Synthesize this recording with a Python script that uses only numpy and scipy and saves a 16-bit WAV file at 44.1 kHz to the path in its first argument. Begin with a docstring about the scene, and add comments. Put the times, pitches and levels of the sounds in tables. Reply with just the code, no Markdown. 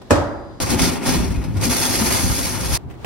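"""A thud in a large store, then a shopping cart rattling along outdoors, then a quiet car park.
A boxed load lands in the wire cart: box and basket floor ring, and the store echoes. Cut to the cart
rolling over concrete slabs on to rough asphalt: a hail of tiny knocks makes the basket wires chatter,
the frame drone and the wheels rumble, while bumps crash through the basket and wind buffets the
microphone. Cut to the car park, with a little wind and the click of a handle."""
import sys
import numpy as np
from scipy import signal
from scipy.fft import rfft, irfft, next_fast_len
from scipy.io import wavfile
from scipy.ndimage import uniform_filter1d, map_coordinates

SR = 44100
rng = np.random.default_rng(int(sys.argv[2]) if len(sys.argv) > 2 else 0)


def waveform_to_disk(signal):
    """Save audio, clipped to [-1, 1], as 16-bit WAV at the path in sys.argv[1]."""
    frames = np.transpose(np.atleast_2d(signal))
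    scaled = np.clip(frames, -1, 1) * 32767
    samples = np.round(scaled).astype(np.int16)
    wavfile.write(sys.argv[1], SR, samples)


N = 134505
TIME = np.arange(N) / SR
ROLL_START_S, ROLL_END_S = .601, 2.774
HITS_PER_S, TICK_T60_S = 1400, 0.025

# the load lands and rocks (time [s], strength [dB], low-pass cutoff of the contact [Hz])
THUDS = [(.107, 1, 7150), (0.137, -16.5, 1210), (.156, -6.5, 1950), (.189, -11, 900), (0.235, -18, 900)]
# bumps that throw all the wires at once (time [s], strength [dB])
JOLTS = [(.602, -13.5), (.614, -14), (.646, -21), (.703, -4), (.792, -13), (.818, -4), (.848, -6.5),
         (.935, -12), (1.025, -19), (1.057, -9), (1.142, -13), (1.232, -25), (1.423, -28), (1.44, -19.5),
         (1.569, -19), (1.612, -11.5), (1.644, -14), (1.701, -17), (1.953, -5), (2.135, -7), (2.157, -11),
         (2.423, -29), (2.603, -21), (2.731, -9), (2.752, -4)]
# the clearest basket wires (frequency [Hz], level [dB], t60 [s])
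WIRE_MODES = [(684, -4, 0.15), (831.5, 4, 0.19), (1857, 3.5, 0.17), (2433, -6.5, 0.17), (3880, -1, 0.087),
              (4370, 1.5, 0.082), (5040, 2.5, 0.25), (5410, 4, 0.13), (6120, -1, 0.12), (7900, 13, 0.19),
              (12330, 2, .1)]
# low-end tone of the wheels and of the car park gust (frequency [Hz], level [dB])
RUMBLE_TONE = [(20, -52), (38, -14), (54, 0.5), (80, 0), (110, -2), (150, -6), (300, -14.5), (900, -81.5)]
# tone of scuffs and rustles (frequency [Hz], level [dB])
RUSTLE_TONE = [(200, -5), (700, 4.5), (2200, -10), (4000, -11.5), (12000, -26.5)]
# stereo image of the rolling cart (frequency [Hz], left-right likeness [capped at +-0.97 in use])
CART_IMAGE = [(60, 0.19), (300, 0.26), (650, 0.046), (1300, 0.71), (2100, 0.76), (3200, 0.26), (4100, 0.35),
              (5600, 0.047), (6600, -0.34), (7400, -2.32), (8600, -0.26), (9700, 0.19), (10700, 1),
              (12000, 0.96), (13400, -1.61), (16000, -0.66)]
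# stereo image of store and car park (frequency [Hz], left-right likeness [-1 to 1])
AMBIENT_IMAGE = [(80, 0.24), (400, 0.32), (1500, 0.24), (3200, -0.12), (12000, 0.11)]


def from_db(db):
    """Decibels to gain."""
    return 10 ** (np.asarray(db) / 20)


def rms_one(x):
    """Scale to unit rms."""
    return x / np.sqrt(np.mean(x ** 2) + 1e-20)


def unit_energy(x):
    """Scale each channel to unit energy."""
    return x / np.sqrt(np.sum(x ** 2, axis=-1, keepdims=True) + 1e-20)


def faders(rows):
    """One gain curve for each level column of (time [s], level [dB], ...)."""
    times, *columns = np.transpose(rows)
    return [from_db(np.interp(TIME, times, db)) for db in columns]


def at_hz(points, hz):
    """Read a table on a log-frequency axis."""
    freqs, values = np.transpose(points)
    return np.interp(np.log(hz + 1), np.log(freqs), values)


def convolve(x, response):
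    """Play a signal through a response."""
    return signal.fftconvolve(np.atleast_2d(x), response, axes=-1)[:, :N]


def colour(x, tone):
    """Minimum-phase EQ with the given tone curve; white noise keeps its power."""
    size = 2 * next_fast_len(N, True)
    magnitude = rms_one(from_db(at_hz(tone, np.fft.rfftfreq(size, 1 / SR))))
    cepstrum = irfft(np.log(magnitude))
    cepstrum[1:size // 2] *= 2
    cepstrum[size // 2 + 1:] = 0
    return irfft(rfft(x, size) * np.exp(rfft(cepstrum)))[..., :N]


def stereo(pair, image):
    """Two unrelated signals become mid and side, balanced by frequency."""
    size = 2 * next_fast_len(N, True)
    alike = np.clip(at_hz(image, np.fft.rfftfreq(size, 1 / SR)), -.97, .97)
    mid, side = irfft(rfft(pair, size) * np.sqrt([(1 + alike) / 2, (1 - alike) / 2]))[:, :N]
    return np.array([mid + side, mid - side])


def drift(hz):
    """Slow random modulation at unit rms."""
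    pole = np.exp(-2 * np.pi * hz / SR)
    return rms_one(signal.lfilter([1], [1, -2 * pole, pole * pole], rng.standard_normal(N + SR))[SR:])


def clicks(rows):
    """Impulses from (time [s], level [dB])."""
    out = np.zeros(N)
    for s, db in rows:
        out[int(s * SR)] += from_db(db)
    return out


def knocks(per_s, spread_db=2):
    """Random contacts of uneven strength, at unit rms."""
    sizes = from_db(spread_db * np.minimum(rng.exponential(1, N), 4)) * rng.choice([-1, 1], N)
    return rms_one(sizes * (rng.random(N) < per_s / SR))


def burst(t60):
    """Countless short modes blur into a pair of dying noises."""
    t = TIME[:SR // 6]
    return unit_energy(rng.standard_normal((2, len(t))) * from_db(-60 * t / t60))


def ringing(modes):
    """Modes (frequency [Hz], level [dB], t60 [s]) reach two points with random phases."""
    t = TIME[:SR // 6]
    phases = rng.uniform(0, 2 * np.pi, (len(modes), 2, 1))
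    return unit_energy(sum(from_db(db - 60 * t / t60) * np.sin(2 * np.pi * hz * t + phase)
                           for (hz, db, t60), phase in zip(modes, phases)))


def bonks(rows, t60, attack_s=0.0047):
    """Short, solid low tones from (time [s], level [dB], pitch [Hz])."""
    out = 0
    for s, db, hz in rows:
        t = np.maximum(TIME - s, 0)
        envelope = from_db(db - 60 * t / t60) * (1 - np.exp(-t / attack_s))
        out = out + envelope * np.sin(2 * np.pi * hz * t)
    return out


def air(tone, db=0):
    """A steady, wide bed of noise."""
    return from_db(db) * stereo(colour(rng.standard_normal((2, N)), tone), AMBIENT_IMAGE)


def car_park():
    """Open air, a puff of wind on the microphone and a handle being gripped."""
    # outdoor bed and handle tone (frequency [Hz], level [dB])
    air_tone = [(25, -15), (60, 0.5), (110, 1), (180, -11), (330, -6), (520, -17.5), (900, -18),
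                (1400, -29), (3000, -40), (7000, -52), (14000, -54)]
    handle_tone = [(300, 12), (900, -1.5), (2200, -4), (5000, -16.5), (12000, -24)]
    # puff of wind (time [s], level [dB], half length [s])
    gusts = [(2.86, -31.5, 0.044)]
    # faint rustle on the way to the handle (time [s], level [dB])
    rustle_level = [(2.8, -51.5), (2.875, -64), (2.895, -53), (2.97, -53), (3.03, -43)]
    # fingers on the handle, then the latch (time [s], level [dB])
    handle_clicks = [(2.9, -23), (2.91, -21.5), (2.94, -27), (3.046, -5.5)]
    gust = sum(from_db(db) * np.exp(-((TIME - s) / half_s) ** 2) for s, db, half_s in gusts)
    handle = colour(convolve(clicks(handle_clicks), burst(t60=0.1)), handle_tone)
    rustle, = faders(rustle_level)
    background = air(air_tone, db=-37) + rustle * air(RUSTLE_TONE) + gust * air(RUMBLE_TONE)
    return background + from_db(12) * stereo(handle, AMBIENT_IMAGE)


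def store_air():
    """The steady room tone of the store."""
    # indoor bed (frequency [Hz], level [dB])
    air_tone = [(18, -28), (30, 3.5), (336, -2.5), (1490, -21.5), (1880, -22), (2630, -30), (3870, -25),
                (12600, -45.5), (14000, -60)]
    return air(air_tone, db=-41.5)


def store_echo():
    """Diffuse reverb of the store, with a decay time for each octave."""
    # reverb decay (frequency [Hz], t60 [s])
    decay = [(60, 1), (160, 1), (420, 1.0), (1500, 0.88), (2900, 0.42), (7700, 0.46)]
    t, out = TIME[:SR], 0
    for low_hz in 30 * 2 ** np.arange(9):
        octave = signal.butter(2, [low_hz, 2 * low_hz], "band", fs=SR, output="sos")
        band = signal.sosfilt(octave, rng.standard_normal((2, SR)))
        out = out + band * from_db(-60 * t / at_hz(decay, low_hz * np.sqrt(2)))
    build_up = 1 - np.exp(-t / 0.0076)
    return unit_energy(out * build_up)


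def scuff():
    """The load scuffs faintly in the hand before it drops."""
    # scuff envelope (time [s], level [dB])
    scuff_level = [(.012, -72), (.018, -40), (.04, -55), (.095, -50.5), (.106, -30), (.12, -80)]
    level, = faders(scuff_level)
    return level * air(RUSTLE_TONE)


def box_ring():
    """The landing sets box and basket floor ringing; the two lowest modes beat."""
    # box and basket floor (frequency [Hz], level [dB], t60 [s])
    box_modes = [(79.8, 2, 0.3), (96, 2, 0.34), (133.4, -9, 0.52), (242, 6, 0.13), (288.3, -4, 0.74),
                 (322.5, -8.5, 0.92), (351, -7, 0.39), (476, -2, 0.075), (558, -12, 1.15), (579, -4, 0.85),
                 (609, -8, 0.63), (833, -5, 0.24), (1270, -9.5, 0.51), (1650, -13.5, 0.28),
                 (2497, -9, 0.12), (5280, -14, 0.12), (4895, -39.5, 3.6)]
    t = np.maximum(TIME - THUDS[0][0], 0)
    out = 0
    for k, (hz, db, t60) in enumerate(box_modes):
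        pan = from_db(-6) * rng.uniform(-1, 1) * np.array([[1], [-1]])
        out = out + (-1) ** k * (1 + pan) * from_db(db - 60 * t / t60) * np.sin(2 * np.pi * hz * t)
    return out


def thud():
    """The load lands with a crack, the box booms as it rocks back, and the store echoes."""
    # tone of the impact and of its reverb tail (frequency [Hz], level [dB])
    crack_tone = [(60, -11), (165, -12), (260, 5.5), (410, -1.5), (550, 9), (730, -5), (1000, -4),
                  (1650, -5), (2150, -19), (2600, -17.5), (3600, -20), (5200, -19), (8500, -15.5),
                  (15000, -29)]
    tail_tone = [(50, 0.5), (100, 3.5), (175, -6.5), (320, -1.5), (430, -4), (580, -4), (750, -2),
                 (1400, -9), (2200, -16.5), (6000, -19.5), (14000, -33.5)]
    blows = sum(signal.lfilter(*signal.butter(1, hz, fs=SR), clicks([(s, db)]) + 1e-18)
                for s, db, hz in THUDS)
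    crack = from_db(19) * colour(convolve(blows, burst(t60=0.13)), crack_tone)
    tail = from_db(12.5) * colour(convolve(blows, store_echo()), tail_tone)
    boom = bonks([(.175, -11.5, 98)], t60=0.11)
    return from_db(-15) * box_ring() + boom + stereo(crack + tail, AMBIENT_IMAGE)


def wind(edge_ratio=1.63):
    """Eddies hit the two microphone ports separately; the small ones sound higher."""
    # buffets while rolling (time [s], level [dB], half length [s], band centre [Hz])
    buffets = [(0.634, -22, 0.021, 90), (0.639, -23.5, 0.01, 810), (0.707, -25, 0.023, 100),
               (1.09, -21, 0.026, 121), (2.026, -23.5, 0.0048, 800), (2.115, -30.5, 0.088, 840),
               (2.246, -17.5, 0.016, 97.5), (2.3, -19, 0.033, 79), (2.309, -29.5, 0.019, 940)]
    out = 0
    for s, db, half_s, hz in buffets:
        band = signal.butter(2, [hz / edge_ratio, hz * edge_ratio], "band", fs=SR, output="sos")
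        swell = np.exp(-((TIME - s) / half_s) ** 2)
        eddy = swell * signal.sosfilt(band, rng.standard_normal((2, N)))
        out = out + from_db(db) * np.linalg.norm(swell) * unit_energy(eddy)
    return out


def wheels(thump_hz=60.7, thump_t60_s=0.2):
    """Hard wheels rumble, thump into joints and shudder briefly."""
    # rumble envelope (time [s], level [dB])
    rumble_level = [(0.6, -31), (0.72, -30), (0.76, -18), (0.79, -30), (0.82, -17), (0.95, -32),
                    (1.01, -38), (1.07, -41), (1.12, -27.5), (1.18, -19.5), (1.35, -21.5), (1.38, -24),
                    (1.48, -24.5), (1.52, -22), (1.71, -22.5), (1.73, -31.5), (2.15, -24), (2.2, -29),
                    (2.24, -26.5), (2.5, -29.5), (2.75, -20.5), (2.77, -42)]
    # drops into joints and dents (time [s], level [dB])
    drops = [(.75, -18), (.812, -17), (1.185, -12), (1.3, -14), (1.375, -11), (1.69, -20), (2.24, -19),
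             (2.3, -21), (2.725, -20)]
    # one wheel shudders on the way to the asphalt (time [s], level [dB])
    shudder_level = [(1.46, -55), (1.52, -21.5), (1.62, -19.5), (1.71, -30), (1.75, -58)]
    rolling, = faders(rumble_level)
    ground = np.array([knocks(HITS_PER_S), knocks(HITS_PER_S)])
    rumble = from_db(-0.5) * rolling * rms_one(colour(ground, RUMBLE_TONE))
    t = TIME[:SR // 2]
    thump = np.sin(2 * np.pi * thump_hz * t) * from_db(-60 * t / thump_t60_s)
    shaking, = faders(shudder_level)
    shudder_hz = 106 + 4.8 * drift(hz=18)
    shudder = shaking * np.sin(2 * np.pi * np.cumsum(shudder_hz) / SR)
    return stereo(rumble, CART_IMAGE) + convolve(clicks(drops), thump[None]) + shudder


def frame_drone():
    """Dense knocks keep the low modes of the tube frame droning."""
    # drone envelope (time [s], level [dB])
    drone_level = [(0.6, -24), (0.62, -26), (0.67, -37), (0.74, -16), (0.77, -26), (0.83, -19), (0.9, -23),
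                   (0.98, -27), (1.08, -23.5), (1.16, -21), (1.24, -26), (1.39, -31), (1.58, -32.5),
                   (1.66, -19), (1.74, -29), (1.95, -26.5), (2.2, -28.5), (2.5, -31), (2.73, -33),
                   (2.77, -48)]
    # tube frame (frequency [Hz], level [dB], t60 [s])
    frame_modes = [(183, 2, 0.069), (210.5, 0.5, 0.063), (245.8, -1.5, 0.14), (315, -6, 0.029),
                   (382, -5.5, 0.046)]
    level, = faders(drone_level)
    ground = [knocks(HITS_PER_S), knocks(HITS_PER_S)]
    return from_db(0.5) * level * rms_one(convolve(ground, ringing(frame_modes)))


def wire_panels(low_hz, high_hz, panels, modes_each):
    """Loose panels rattle by turns, each with its own modes, which bend as the basket flexes."""
    spread_db, mean_t60_s = 8.5, 0.093
    flex_hz, swing_db, bend_share = 3, 3, .008
    out = 0
    for _ in range(panels):
        modes = [(low_hz + (high_hz - low_hz) * (k + offset) / modes_each,
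                  spread_db * strength, mean_t60_s * (.5 + sustain))
                 for k, (offset, sustain, strength) in enumerate(rng.random((modes_each, 3)))]
        looseness = from_db(swing_db * drift(flex_hz))
        hits = looseness * knocks(HITS_PER_S / panels)
        panel = convolve(hits, ringing(modes) + from_db(-6) * burst(TICK_T60_S))
        playhead = np.cumsum(1 + bend_share * drift(flex_hz))
        out = out + np.array([map_coordinates(side, [playhead], order=2, mode="mirror") for side in panel])
    power = uniform_filter1d(np.mean(out ** 2, axis=0), SR // 16)
    return out / np.sqrt(power + 1e-3)  # ride the sum to an even level


def jolt_rings(mix_spread_db=2.5):
    """Each jolt sets the basket wires ringing in a different mix."""
    out = np.zeros((2, N + SR))
    for s, db in JOLTS:
        ring = ringing([(hz, level + mix_spread_db * rng.standard_normal(), t60)
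                        for hz, level, t60 in WIRE_MODES])
        start = int(s * SR)
        out[:, start:start + ring.shape[1]] += from_db(5.5 + db) * ring
    return out[:, :N]


def basket(chatter, clatter, asphalt_s=1.556):
    """Wires chatter, crash on bumps and sizzle on the grit of the asphalt."""
    # tone of the bright wires and of the fine grit (frequency [Hz], level [dB])
    chatter_tone = [(700, -10), (1800, -3), (3200, -3.5), (4800, 2.5), (7300, 0.5), (9500, -4),
                    (11000, -5.5), (13000, -10), (15500, -5.5)]
    grit_tone = [(3000, -28), (6000, -2.5), (8500, 1.5), (12000, -1.5), (15500, -5)]
    wires = from_db(2.5) * chatter * wire_panels(1003, 16000, panels=10, modes_each=32)
    crashes = from_db(9) * convolve(clicks(JOLTS), burst(t60=0.14))
    clear_wires = rms_one(convolve(knocks(HITS_PER_S), ringing(WIRE_MODES)))
    rings = from_db(-8.5) * np.sqrt(chatter * clatter) * clear_wires
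    on_asphalt = np.clip((TIME - asphalt_s) / 0.14, 0, 1)
    ticks = convolve(knocks(per_s=3400), burst(TICK_T60_S))
    grit = from_db(1) * on_asphalt * chatter * colour(ticks, grit_tone)
    return colour(wires + crashes, chatter_tone) + rings + jolt_rings() + grit


def rolling_cart():
    """The ground shakes wheels, frame, loose panels and basket."""
    # basket shake on each surface (time [s], wire chatter [dB], lower clatter [dB])
    concrete = [(0.605, -29, -25), (0.629, -26, -35), (0.671, -35.5, -31.5), (0.715, -24.5, -26.5),
                (0.773, -36.5, -30.5), (0.797, -24, -24.5), (0.845, -23, -26.5), (0.92, -32.5, -29),
                (1.011, -47.5, -35.5), (1.073, -26.5, -27), (1.103, -25.5, -26.5), (1.41, -50, -41),
                (1.44, -54, -37), (1.543, -53, -47), (1.571, -47, -36), (1.591, -50, -40.5),
                (1.627, -28, -28.5), (1.651, -23, -28.5), (1.69, -33.5, -35.5)]
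    asphalt = [(1.71, -26, -28.5), (2.054, -26.5, -29.5), (2.154, -24.5, -26), (2.32, -30, -35),
               (2.508, -29, -31), (2.584, -35.5, -31.5), (2.61, -32, -32.5), (2.72, -31.5, -31.5),
               (2.746, -25, -31.5), (2.768, -33, -34.5)]
    # midrange tone of the loose panels (frequency [Hz], level [dB])
    clatter_tone = [(150, -5), (350, 4.5), (550, 1.5), (850, 2), (1250, -4), (1700, -8.5), (2500, -7),
                    (5000, -22.5)]
    # bumps that reach the frame (time [s], level [dB], pitch [Hz])
    frame_bumps = [(0.824, -8.5, 250), (1.085, -21.5, 248), (1.15, -13, 177), (1.649, -9, 232.6),
                   (2.011, -9, 223), (2.243, -16.5, 175)]
    flutter = from_db(1.07 * drift(hz=24.6))
    chatter, clatter = faders(list(concrete) + list(asphalt)) * flutter
    panels = rms_one(colour(wire_panels(304.4, 4000, panels=8, modes_each=30), clatter_tone))
    body = from_db(2) * clatter * panels + frame_drone()
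    low_end = stereo(body, CART_IMAGE) + wheels() + bonks(frame_bumps, t60=0.12)
    lean_left = from_db([[0.85], [-0.85]])
    return stereo(basket(chatter, clatter), CART_IMAGE) + lean_left * low_end


def scene():
    """Store, rolling cart and car park, joined by hard cuts."""
    outdoors = np.clip((TIME - ROLL_START_S) / 0.00075, 0, 1)
    stopped = np.clip((TIME - ROLL_END_S) / 0.003, 0, 1)
    store = thud() + scuff() + store_air()
    ride = rolling_cart() + wind()
    return (1 - outdoors) * store + outdoors * (1 - stopped) * ride + stopped * car_park()


def record(dry):
    """Cut the lowest bass, clip the peaks, then cut the very top."""
    low_cut = signal.butter(2, 24, "high", fs=SR, output="sos")
    high_cut = signal.ellip(10, .1, 80, 15750, fs=SR, output="sos")
    clipped = np.clip(signal.sosfilt(low_cut, dry), -.95, .95)
    return signal.sosfilt(high_cut, clipped)


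dry = scene()
out = record(dry)
waveform_to_disk(out)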